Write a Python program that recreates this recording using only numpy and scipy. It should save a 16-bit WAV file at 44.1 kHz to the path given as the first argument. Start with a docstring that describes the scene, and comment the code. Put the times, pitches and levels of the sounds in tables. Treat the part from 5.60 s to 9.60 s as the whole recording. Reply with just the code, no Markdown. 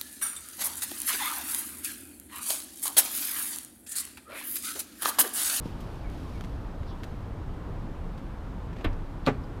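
"""A car door opening close to a microphone at ground level in a car park.
The handle is pulled, the latch lets go, the seal parts with a low boom, and the door clunks over its stay.
Before that, shoes scuff and crunch on grit as someone walks up to the car.
Birds chirp far off, the walls return a faint tail, and wind and distant traffic rumble throughout."""
import sys
import numpy as np
from scipy import signal
from scipy.fft import rfft, irfft
from scipy.io import wavfile
from scipy.ndimage import uniform_filter1d

SR = 44100
rng = np.random.default_rng(int(sys.argv[2]) if len(sys.argv) > 2 else 0)


def pcm_store(signal):
    """Save signal as 16-bit PCM."""
    levels = np.round(np.clip(np.atleast_2d(signal), -1, 1) * 32767)
    wavfile.write(sys.argv[1], SR, levels.astype(np.int16).T)


N = 176400
T = np.arange(N) / SR
EVENT_T = T[:SR // 2]  # time axis of one short event


def undb(db):
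    """Decibels to gain."""
    return 10 ** (np.asarray(db) / 20)


def unit(x):
    """Scale to rms 1."""
    return x / np.sqrt(np.mean(x ** 2))


def at(table, hz, column=1):
    """Read one column of a table on a log-frequency axis."""
    rows = np.array(table, float)
    return np.interp(np.log(np.maximum(hz, 1)), np.log(rows[:, 0]), rows[:, column])


def noise(colour, size):
    """Noise of rms 1 with a spectrum of (Hz, dB) points."""
    gain = undb(at(colour, np.fft.rfftfreq(size, 1 / SR)))
    return unit(irfft(rfft(rng.standard_normal(size)) * gain, size))


def half_octaves(x):
    """Split a sound into overlapping half-octave bands: (centre Hz, band)."""
    octave = np.log2(np.maximum(np.fft.rfftfreq(len(x), 1 / SR), 1))
    spectrum = rfft(x)
    for centre in np.arange(4, 14.5, .5):
        yield 2 ** centre, irfft(spectrum * np.maximum(1 - 2 * abs(octave - centre), 0), len(x))


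def wander(rate_hz):
    """A curve of rms 1 that glides between random values."""
    hold = int(SR / rate_hz)
    steps = np.repeat(rng.standard_normal(N // hold + 1), hold)
    return unit(uniform_filter1d(steps, hold)[:N])


def fade(t60, rise=0.00047):
    """Linear rise, then an exponential decay; both times in seconds."""
    return np.minimum(EVENT_T / rise, 1) * np.exp(-np.log(1000) * np.maximum(EVENT_T - rise, 0) / t60)


def place(start, x):
    """Put a sound at its time in the scene, in seconds."""
    return np.concatenate([np.zeros(max(int(start * SR), 0)), x, np.zeros(N)])[:N]


def burst(colour, db, t60):
    """A brief scrape or click of decaying noise."""
    return undb(db) * noise(colour, len(EVENT_T)) * fade(t60)


def ring(modes):
    """Decaying modes of a struck part, alternating in sign."""
    return sum((-1) ** k * undb(db) * np.sin(2 * np.pi * hz * EVENT_T) * fade(t60, rise=.004)
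               for k, (hz, db, t60) in enumerate(modes))


def clatter(table):
    """Dense unresolved modes: every band builds up and dies at its own rate."""
    out = 0
    for hz, band in half_octaves(rng.standard_normal(len(EVENT_T))):
        db, rise, t60 = (at(table, hz, column) for column in (1, 2, 3))
        bass_rolloff = min(hz / table[0][0], 1) ** 2
        out += unit(band) * undb(db) * bass_rolloff * fade(t60, rise)
    return out


# Wind and distant traffic, heard at ground level (frequency [Hz], relative level [dB])
RUMBLE_COLOUR = [(10, -20), (20, -3.5), (30, 0), (45, -3), (88, -5), (130, -10.5), (170, -10.5), (215, -16),
                 (285, -15.5), (360, -20.5), (500, -22.5), (640, -25), (1000, -26), (1400, -31.5),
                 (2200, -40.5), (3400, -45), (6000, -55), (10000, -60), (15000, -63.5)]

def wind_and_traffic(db=-35.5, swell_db=.25, flicker_db=1.16, smooth_hz=4000):
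    """Steady rumble: the bands swell together, each low one flickers, and the hiss stays smooth."""
    swell = swell_db * wander(rate_hz=2.04)
    out = 0
    for hz, band in half_octaves(noise(RUMBLE_COLOUR, N)):
        flicker = flicker_db * wander(rate_hz=14)
        out += band * undb((swell + flicker) / (1 + hz / smooth_hz))
    return undb(db) * unit(out)


# Echo of the walls around the car park (frequency [Hz], relative level [dB])
WALL_COLOUR = [(100, 7), (600, -4), (3000, -8.5), (7000, -12.5), (15000, -11)]

def wall_reflections(direct, db=-23):
    """The surrounding walls send a faint, diffuse tail back to the microphone."""
    tail = noise(WALL_COLOUR, len(EVENT_T)) * fade(t60=.45, rise=.025)
    return undb(db) * signal.fftconvolve(direct, tail / np.linalg.norm(tail))[:N]


# Birds far off (time [s], length [s], start pitch [Hz], end pitch [Hz], level [dB], rasp [Hz])
CHIRPS = [(.428, .066, 2560, 2200, -55, 35), (.722, .072, 2640, 2190, -56, 45),
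          (1.259, .075, 5300, 4300, -58, 800), (1.28, 0.07, 3900, 3300, -58, 250),
          (3.834, .016, 5400, 5000, -60, 300)]

def birds():
    """Chirps that fall quickly and flatten out; pitch jitter makes some of them raspy."""
    out = 0
    for start, length, high_hz, low_hz, db, rasp_hz in CHIRPS:
        progress = np.clip((T - start) / length, 0, 1)
        hz = low_hz + (high_hz - low_hz) * (1 - progress) ** 2.7 + rasp_hz * wander(rate_hz=1500)
        envelope = np.sqrt(abs(np.sin(np.pi * progress)))
        out += undb(db) * envelope * np.sin(2 * np.pi * np.cumsum(hz) / SR)
    return out


# Shoes on the asphalt near the microphone (time [s], level [dB])
SCUFF_LEVELS = [(0, -70), (.06, -55.5), (.14, -62.5), (.36, -61.5), (.46, -68), (.52, -60.5), (.75, -60.5),
                (.92, -65), (1.15, -73), (1.5, -66), (1.75, -80)]
# Their hiss (frequency [Hz], relative level [dB])
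SCUFF_COLOUR = [(800, -18), (2000, 0), (3300, 2.5), (5200, -1.5), (7200, -9.5), (10000, -9), (15000, -14)]

def scuffing():
    """Soles rub over asphalt with a grainy hiss."""
    grain = np.exp(.15 * wander(rate_hz=900))
    level_db = np.interp(T, *np.array(SCUFF_LEVELS).T)
    return unit(noise(SCUFF_COLOUR, N) * grain) * undb(level_db)


# Steps coming up to the car (time [s], level [dB])
FOOTFALLS = [(.055, -28), (1.326, -34.5), (1.535, -39)]
# Thud of a sole (frequency [Hz], relative level [dB], t60 [s])
SOLE_MODES = [(184, -0.5, .055), (309, -4, 0.024), (476, -9, 0.028), (910, -16.5, .04)]

def footfalls():
    """Each sole lands with a soft, quickly damped thud."""
    return sum(place(start, undb(db) * ring(SOLE_MODES)) for start, db in FOOTFALLS)


# Grit on the ground nearby (time [s], level [dB], t60 [s], tilt [dB/octave])
GRIT_CRACKS = [(.204, -53, .11, 6.5), (.4995, -51.5, .016, 6), (0.8092, -35, .009, 0), (.839, -42, .02, -1),
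               (.846, -46, .025, 1), (.855, -50, .01, 1.5), (1.232, -43, .014, -5), (1.434, -38, 0.019, -1),
               (1.4398, -42.5, 0.037, 2.3), (2.577, -54.5, .14, 0.5)]
# One crack before its tilt (frequency [Hz], relative level [dB])
GRIT_COLOUR = [(500, -14), (1400, 3), (2400, 0.5), (4500, -6.5), (8000, -15.5), (15000, -23)]

def grit():
    """Grit cracks under the soles, each burst with its own brightness."""
    out = 0
    for start, db, t60, tilt in GRIT_CRACKS:
        colour = [(hz, level + tilt * np.log2(hz)) for hz, level in GRIT_COLOUR]
        out += place(start, burst(colour, db, t60))
    return out


# Hand on the door handle, close by (time [s], level [dB], t60 [s])
HANDLE_KNOCKS = [(3.129, -44.5, .06), (3.162, -44, .11), (3.184, -43.5, .15), (3.209, -40.5, .08),
                 (3.329, -43, 0.056)]
# One knock (frequency [Hz], relative level [dB])
HANDLE_COLOUR = [(150, -1), (400, 8.5), (1300, -3), (2500, -8), (5000, -17), (8000, -30), (15000, -39)]

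def door_handle():
    """A hand takes up the handle in a few dull knocks."""
    return sum(place(start, burst(HANDLE_COLOUR, db, t60)) for start, db, t60 in HANDLE_KNOCKS)


# Latch rattle, close by (frequency [Hz], band level [dB], rise [s], t60 [s])
LATCH_CLATTER = [(200, -30.5, .003, .11), (450, -37, 0.0027, .1), (1000, -39, .011, .13),
                 (2000, -39.5, .008, .125), (3600, -41.5, 0.0035, .11), (5500, -59, .003, .07),
                 (14000, -57, .003, .04)]
# Latch resonances (frequency [Hz], level [dB], t60 [s])
LATCH_MODES = [(283, -29.5, 0.099), (315, -30.5, .11), (566, -37, .11), (1005, -36.5, .08),
               (1545, -37.5, .09), (1785, -38, .09), (1850, -39, .09), (2176, -41, .07), (2950, -47, .09),
               (3250, -43.5, .09), (3440, -43, .08), (3915, -46, .06)]

def door_latch():
    """The latch lets go, and its parts clatter and ring."""
    return place(3.2425, clatter(LATCH_CLATTER) + ring(LATCH_MODES))


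# Cabin air, heard from beside the car (frequency [Hz], level [dB], t60 [s])
CABIN_MODES = [(27, -21.5, .62), (56, -26, .2), (88, -25, .19)]

def door_seal():
    """The seal parts and the cabin air booms."""
    return place(3.2555, ring(CABIN_MODES))


# Tick of the door stay, close by (frequency [Hz], relative level [dB])
TICK_COLOUR = [(1000, -4), (2500, -1), (4200, 3), (5500, -11.5), (8000, -19.5), (15000, -27)]

def door_stay():
    """A faint, brief hiss leads into the tick of the stay's roller over its notch."""
    hiss = undb(-42) * noise(TICK_COLOUR, len(EVENT_T)) * fade(.04, .017) ** 2
    tick = burst(TICK_COLOUR, db=-27, t60=.028)
    return place(3.648, hiss) + place(3.6638, tick)


# Door panel rattle, close by (frequency [Hz], band level [dB], rise [s], t60 [s])
PANEL_CLATTER = [(200, -31, 0.011, .14), (450, -25.5, .013, .1), (1100, -31.5, .009, 0.11),
                 (2200, -35, .009, .12), (3700, -41.5, .002, .095), (5800, -51.5, .002, 0.14),
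                 (14000, -62, .002, 0.12)]
# Panel resonances (frequency [Hz], level [dB], t60 [s])
PANEL_MODES = [(124, -26, .33), (152, -23, .15), (267.7, -22, .14), (443.5, -25, 0.12), (524, -25, .11),
               (587, -30.5, .1), (730, -31, .13), (810, -28, .13), (1172, -26, .09), (1345, -34, .09),
               (1650, -39, 0.084), (2003, -36, .1), (2422, -32.5, 0.089), (3748, -41, .07),
               (4100, -42, .07)]

def door_panel():
    """The panel clunks just after the stay passes its notch."""
    return place(3.669, clatter(PANEL_CLATTER) + ring(PANEL_MODES))


def scene():
    """Door, shoes and birds with their wall reflections, over the rumble, at one microphone."""
    door = door_handle() + door_latch() + door_seal() + door_stay() + door_panel()
    shoes = scuffing() + footfalls() + grit()
    direct = door + shoes + birds()
    return (direct + wall_reflections(direct) + wind_and_traffic())[None]


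def record(dry):
    """The camera cuts the top of the treble steeply."""
    top_hz = 15300
    return signal.sosfilt(signal.ellip(10, .2, 70, top_hz, fs=SR, output="sos"), dry)


dry = scene()
out = record(dry)
pcm_store(out)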